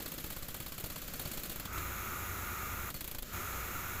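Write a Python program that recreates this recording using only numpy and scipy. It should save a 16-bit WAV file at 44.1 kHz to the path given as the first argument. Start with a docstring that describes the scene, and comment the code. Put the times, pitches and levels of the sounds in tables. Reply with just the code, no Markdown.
"""A pneumatic hammer pounds concrete outdoors, a few metres away in front of a stone wall.
Each stroke is a steel tick, a knock in the concrete and a puff of exhaust air.
After each of the two bursts the air rushes steadily, with a whirring machine rattle and a low throb.
Underneath run leaking air, site noise, slow gusts and faint, very low thumps from the recorder."""
import sys
import numpy as np
from scipy import signal
from scipy.fft import rfft, irfft
from scipy.io import wavfile
from scipy.ndimage import uniform_filter1d

SR = 44100
rng = np.random.default_rng(int(sys.argv[2]) if len(sys.argv) > 2 else 0)


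def transcribe(signal):
    """Save signal, clipped to [-1, 1], as a 16-bit WAV file at the path in sys.argv[1]."""
    frames = np.atleast_2d(signal).T
    limited = np.clip(frames, -1, 1)
    pcm = np.round(limited * 32767).astype(np.int16)
    wavfile.write(sys.argv[1], SR, pcm)


N = 176400

# spells of rushing air: start_s, end_s, level_db, whirr_swell_s
AIR_SPELLS = [(1.729, 2.894, -41.5, 0.077), (3.33, 4.1, -41.5, .022)]


def undb(db):
    return 10 ** (np.asarray(db) / 20)


def unit_rms(x):
    return x / np.sqrt(np.mean(x ** 2))


def colour(x, spectrum):
    """Filter by points of freq_hz, gain_db; rms 1."""
    hz, db = np.array(spectrum, float).T
    bins_hz = np.maximum(np.arange(N // 2 + 1) * SR / N, 1)
    gain = undb(np.interp(np.log(bins_hz), np.log(hz), db))
    return unit_rms(irfft(rfft(x) * gain, N))


def noise(spectrum):
    return colour(rng.standard_normal(N), spectrum)


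def drift(rate_hz):
    """Smooth random drift; rms 1."""
    step = int(SR / rate_hz)
    stairs = np.repeat(rng.standard_normal(N // step + 1), step)
    return unit_rms(uniform_filter1d(uniform_filter1d(stairs, step), step)[:N])


def pulses(starts_s, levels_db, rise_s, hold_s, decay_s):
    """Sum of rise-hold-decay envelopes."""
    t = np.arange(SR // 4) / SR
    shape = np.minimum(t / rise_s, 1) * np.exp(-np.maximum(t - rise_s - hold_s, 0) / decay_s)
    impulses = np.zeros(N)
    impulses[np.clip((starts_s * SR).astype(int), 0, N - 1)] = undb(levels_db)
    return signal.fftconvolve(impulses, shape)[:N]


def add(out, start_s, x):
    i = int(max(start_s, 0) * SR)
    out[i:i + len(x)] += x[:max(N - i, 0)]


def ring(modes, length_s, t60_scale=1):
    """Struck modes decay; every blow detunes them slightly."""
    t = np.arange(int(length_s * SR)) / SR
    return sum(undb(db) * np.sin(2 * np.pi * hz * (1 + 0.0021 * rng.standard_normal()) * t)
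               * np.exp(-np.log(1000) * t / (t60_s * t60_scale)) for hz, db, t60_s in modes)


def hammer():
    """Air drives the piston onto steel, the tip knocks and cracks concrete, the cylinder exhausts."""
    # start_s, tick_db, knock_db, puff_db
    strokes = [(0.001, -44, -42.5, -42.6), (0.0586, -40, -40, -43.5), (0.1184, -37, -45.5, -43.4),
               (0.18, -40.5, -41.2, -43.5), (0.2414, -38.6, -41, -44), (0.3025, -38.3, -42, -41.5),
               (0.3638, -39.5, -44, -48), (0.4248, -41, -44, -48), (0.4838, -39.5, -43.5, -47),
               (0.5436, -40, -40.5, -45), (0.6019, -39, -42, -46), (0.6623, -40, -43.5, -44.5),
               (0.7214, -40.1, -43.5, -48), (0.7806, -39.5, -43, -41.5), (0.84, -37.5, -39.5, -42),
               (0.9003, -40, -41.5, -46.5), (0.9588, -42, -41.5, -44.5), (1.0179, -40, -46.5, -48),
               (1.0788, -40.2, -43, -51), (1.1364, -40, -41.5, -46), (1.1951, -36.5, -39, -41.2),
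               (1.2533, -41, -39.5, -42), (1.3149, -37, -42, -40.5), (1.3732, -37.5, -41, -44),
               (1.4342, -37, -42.1, -42), (1.4963, -37.5, -41.5, -41), (1.5592, -39, -44.5, -70),
               (1.5976, -38, -43.5, -62), (1.653, -41.5, -40.5, -60), (1.776, -49, -39, -56),
               (2.902, -39, -43, -66), (2.9426, -39.5, -44, -45), (3.008, -36, -42.7, -64),
               (3.0431, -38.5, -46.5, -78), (3.0769, -37.5, -46, -67), (3.1132, -38, -47, -78),
               (3.1477, -39.4, -42.5, -66), (3.1846, -39.6, -43.5, -70), (3.2239, -40.5, -44, -67)]
    # noise spectra: freq_hz, gain_db
    tick_spectrum = [(500, -18), (2500, -4.5), (4300, -13), (6000, -13), (7200, -8.5), (9300, -10.5),
                     (11500, -1), (12900, -0.5), (15500, -0.5)]
    knock_spectrum = [(100, 16), (300, 1), (800, 3.5), (1400, 0.5), (2300, -5.5), (3500, -1), (4400, 0.5),
                      (6000, -14.5), (7200, -3.5), (9500, -12), (15000, -15)]
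    thud_spectrum = [(30, -12), (60, 11), (110, -18), (160, 1.5), (230, -3), (320, 4), (430, -17),
                     (570, -2.5), (750, -31), (2000, -34)]
    puff_spectrum = [(150, 5), (600, 2.5), (900, -8), (4000, -2.5), (5800, -15.5), (7300, -4.5), (8800, -6),
                     (10300, -5), (12000, 2), (15500, -0.5)]
    # steel chisel: pitch_hz, gain_db, free_t60_s
    chisel_modes = [(4332, -4.5, 0.22), (4900, -22, .15), (6120, -14.5, 0.22), (8400, -30, .1),
                    (9100, -18, 0.13), (11800, -10, 0.046), (13000, -1, 0.098)]
    # hammer body and slab: pitch_hz, gain_db, t60_s
    body_modes = [(156.2, -2.5, 0.23), (178, -3.5, 0.15), (258.6, -2.5, 0.14), (317, -1.5, .12),
                  (566, -6.5, 0.16)]
    start_s, tick_db, knock_db, puff_db = np.array(strokes).T
    crack_s = start_s + 0.00401 + 0.00157 * rng.standard_normal(len(start_s))
    inlet = pulses(start_s - 0.0033, tick_db - 14, rise_s=0.0033, hold_s=0, decay_s=0.00092)
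    tick = pulses(start_s - 0.0007, tick_db + 5, rise_s=0.0014, hold_s=0.0005, decay_s=0.0014)
    tick_tail = pulses(start_s + 0.0019, tick_db - 6.5, rise_s=0.002, hold_s=0.003, decay_s=0.0099)
    knock = pulses(start_s, knock_db - 1, rise_s=0.0039, hold_s=0.0028, decay_s=0.0058)
    crack = pulses(crack_s, knock_db + 2.5, rise_s=0.0003, hold_s=0, decay_s=0.0008)
    thud = pulses(start_s - 0.003, knock_db - 11.5, rise_s=0.0014, hold_s=0.0018, decay_s=0.022)
    puff = pulses(start_s + 0.017, puff_db + 1.5, rise_s=0.003, hold_s=0.0073, decay_s=0.0092)
    steel = noise(tick_spectrum) * (inlet + tick + tick_tail)
    concrete = noise(knock_spectrum) * (knock + crack) + noise(thud_spectrum) * thud
    exhaust = noise(puff_spectrum) * puff
    out = steel + concrete + exhaust
    for at_s, _, impact_db, exhaust_db in strokes:
        # full strokes (strong exhaust) ring the chisel most; pressing on concrete damps it
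        add(out, at_s + 0.0018, undb(exhaust_db - 5.5) * ring(chisel_modes, 0.15, t60_scale=0.45))
        add(out, at_s - 0.002, undb(impact_db - 10) * ring(body_modes, 0.15))
    add(out, 2.951, undb(-44) * ring(chisel_modes, length_s=0.064))  # one free ring
    return out


def background():
    """Leaking air and site noise, with slow gusts and faint, very low thumps from the recorder."""
    # leak and site noise: freq_hz, gain_db
    site_spectrum = [(18, -30), (30, 6.5), (108, -7), (164, -1.5), (378, -11), (574, -10), (827, -22),
                     (1320, -11.5), (1720, -15), (4280, -18.5), (5560, -20), (7220, -16), (8900, -28.5),
                     (12500, -16), (15400, -19)]
    # its contour: time_s, level_db
    site_levels = [(0, -47.5), (1.5, -47), (1.7, -47.5), (2.86, -50.5), (2.93, -52), (3.0, -49),
                   (3.15, -49.5), (3.21, -56.5), (3.27, -47.5), (4, -48.5)]
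    # start_s, level_db
    recorder_low_thumps = [(0.611, -39), (0.623, -41), (0.909, -37), (1.147, -39), (1.381, -40),
                           (2.951, -34.5), (3.043, -36), (3.151, -40), (3.184, -36), (3.223, -34)]
    gusts = unit_rms(signal.sosfilt(signal.butter(2, 9.8, fs=SR, output="sos"), rng.standard_normal(N)))
    level_db = np.interp(np.arange(N) / SR, *np.array(site_levels).T)
    site = undb(level_db + 0.81 * drift(rate_hz=5.6)) * noise(site_spectrum)
    thumps = pulses(*np.array(recorder_low_thumps).T, rise_s=0.0045, hold_s=0, decay_s=0.015)
    thumps = signal.sosfilt(signal.butter(1, 8, "high", fs=SR, output="sos"), thumps)
    return site + undb(-53.5) * gusts + thumps


def air_flow(rises_s, lag_s=0, shut_off_s=0.0062):
    """Flow gain: swells, holds and shuts off in each spell."""
    t = np.arange(N) / SR
    gain = np.zeros(N)
    for (start_s, end_s, level_db, _), rise_s in zip(AIR_SPELLS, rises_s):
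        swell = np.exp(np.minimum(t - start_s - lag_s, 0) / rise_s)
        shut_off = np.exp(-np.maximum(t - end_s, 0) / shut_off_s)
        gain += undb(level_db) * swell * shut_off
    return gain


def machine_tones(tones, clock_s, flutter_db=3):
    """Fluttering sines locked to the machine's speed."""
    out = np.zeros(N)
    for pitch_hz, level_db in tones:
        rms = undb(level_db + flutter_db * (drift(rate_hz=9) - 0.82))
        out += rms * np.sqrt(2) * np.sin(2 * np.pi * (pitch_hz * clock_s + rng.random()))
    return out


def rushing_air():
    """Air hisses and beats over a rattle that repeats each machine cycle, a whirr and a low throb."""
    # freq_hz, gain_db
    air_spectrum = [(18, -38), (30, -33), (48, -21), (92, -7.5), (117, -13.5), (144, -10.5), (202, -11.5),
                    (315, -20), (358, -11.5), (442, -17.5), (517, -17.5), (559, -17), (604, -18.5),
                    (1070, -15.5), (1320, -7), (1720, -15.5), (2230, -14.5), (2750, -18), (3050, -28.5),
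                    (3960, -23.5), (4630, -37), (6850, -19.5), (8670, -33), (12200, -18.5), (15400, -21)]
    # machine tones: pitch_hz, level_db
    whirr_tones = [(950.5, -64), (1153.5, -65.5), (1194, -70), (1233, -54), (1293, -58), (1332, -53.5),
                   (1371, -57.5), (1424, -59), (1449, -73), (1490, -72), (2031, -64), (2278, -74)]
    throb_tones = [(59, -49.5), (79, -57.5), (88.6, -49.5), (98.4, -54), (108.3, -55.5), (354.5, -62)]
    cycle_hz, beats_per_cycle, beat_depth, rattle_share = 9.84, 4, 0.084, 0.37
    clock_s = np.cumsum(1 + 0.0008 * drift(rate_hz=3)) / SR  # speed wanders
    cycle_phase = clock_s * cycle_hz % 1
    cycle_samples = int(SR / cycle_hz)
    rattle = rng.standard_normal(cycle_samples)[(cycle_phase * cycle_samples).astype(int)]
    rush = rng.standard_normal(N)
    air = colour(np.sqrt(rattle_share) * rattle + np.sqrt(1 - rattle_share) * rush, air_spectrum)
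    low_air = signal.sosfiltfilt(signal.butter(2, 3000, fs=SR, output="sos"), air)
    hiss = (air - low_air) * air_flow(rises_s=[0.0042] * len(AIR_SPELLS))
    beat = 1 + beat_depth * np.cos(2 * np.pi * beats_per_cycle * cycle_phase)
    running = air_flow([swell_s for *_, swell_s in AIR_SPELLS], lag_s=0.013)
    hum = undb(-0.5) * machine_tones(whirr_tones, clock_s) + machine_tones(throb_tones, clock_s)
    return hiss + running * (low_air * beat + hum / running.max())


def wall_scatter(x, t60_s=0.19, gap_s=0.005):
    """The stone wall returns a short diffuse tail."""
    t = np.arange(SR // 3) / SR
    tail = rng.standard_normal(len(t)) * np.exp(-np.log(1000) * t / t60_s) * (t > gap_s)
    return signal.fftconvolve(x, tail / np.linalg.norm(tail))[:N]


def with_near_echoes(x, count=12, spread_s=0.0087, gain_db=-8):
    """Ground and wall add quick thin copies that ripple the spectrum."""
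    delays_s = rng.uniform(0.05, 1, count) * spread_s
    gains = rng.choice([-1, 1], count) * undb(gain_db) / np.sqrt(count)
    thin = signal.sosfilt(signal.butter(1, 2000, "high", fs=SR, output="sos"), x)
    out = x.copy()
    for delay_s, gain in zip(delays_s, gains):
        add(out, delay_s, gain * thin)
    return out


def scene():
    """Hammer, air and their echoes over the background; both channels alike."""
    blows = hammer()
    wall = undb(-18) * wall_scatter(blows)
    mono = with_near_echoes(blows + rushing_air()) + wall + background()
    return np.array([mono, mono])


def record(dry):
    """Steep low-pass at 15550 Hz."""
    return signal.sosfilt(signal.ellip(12, 0.2, 70, 15550, fs=SR, output="sos"), dry)


dry = scene()
out = record(dry)
transcribe(out)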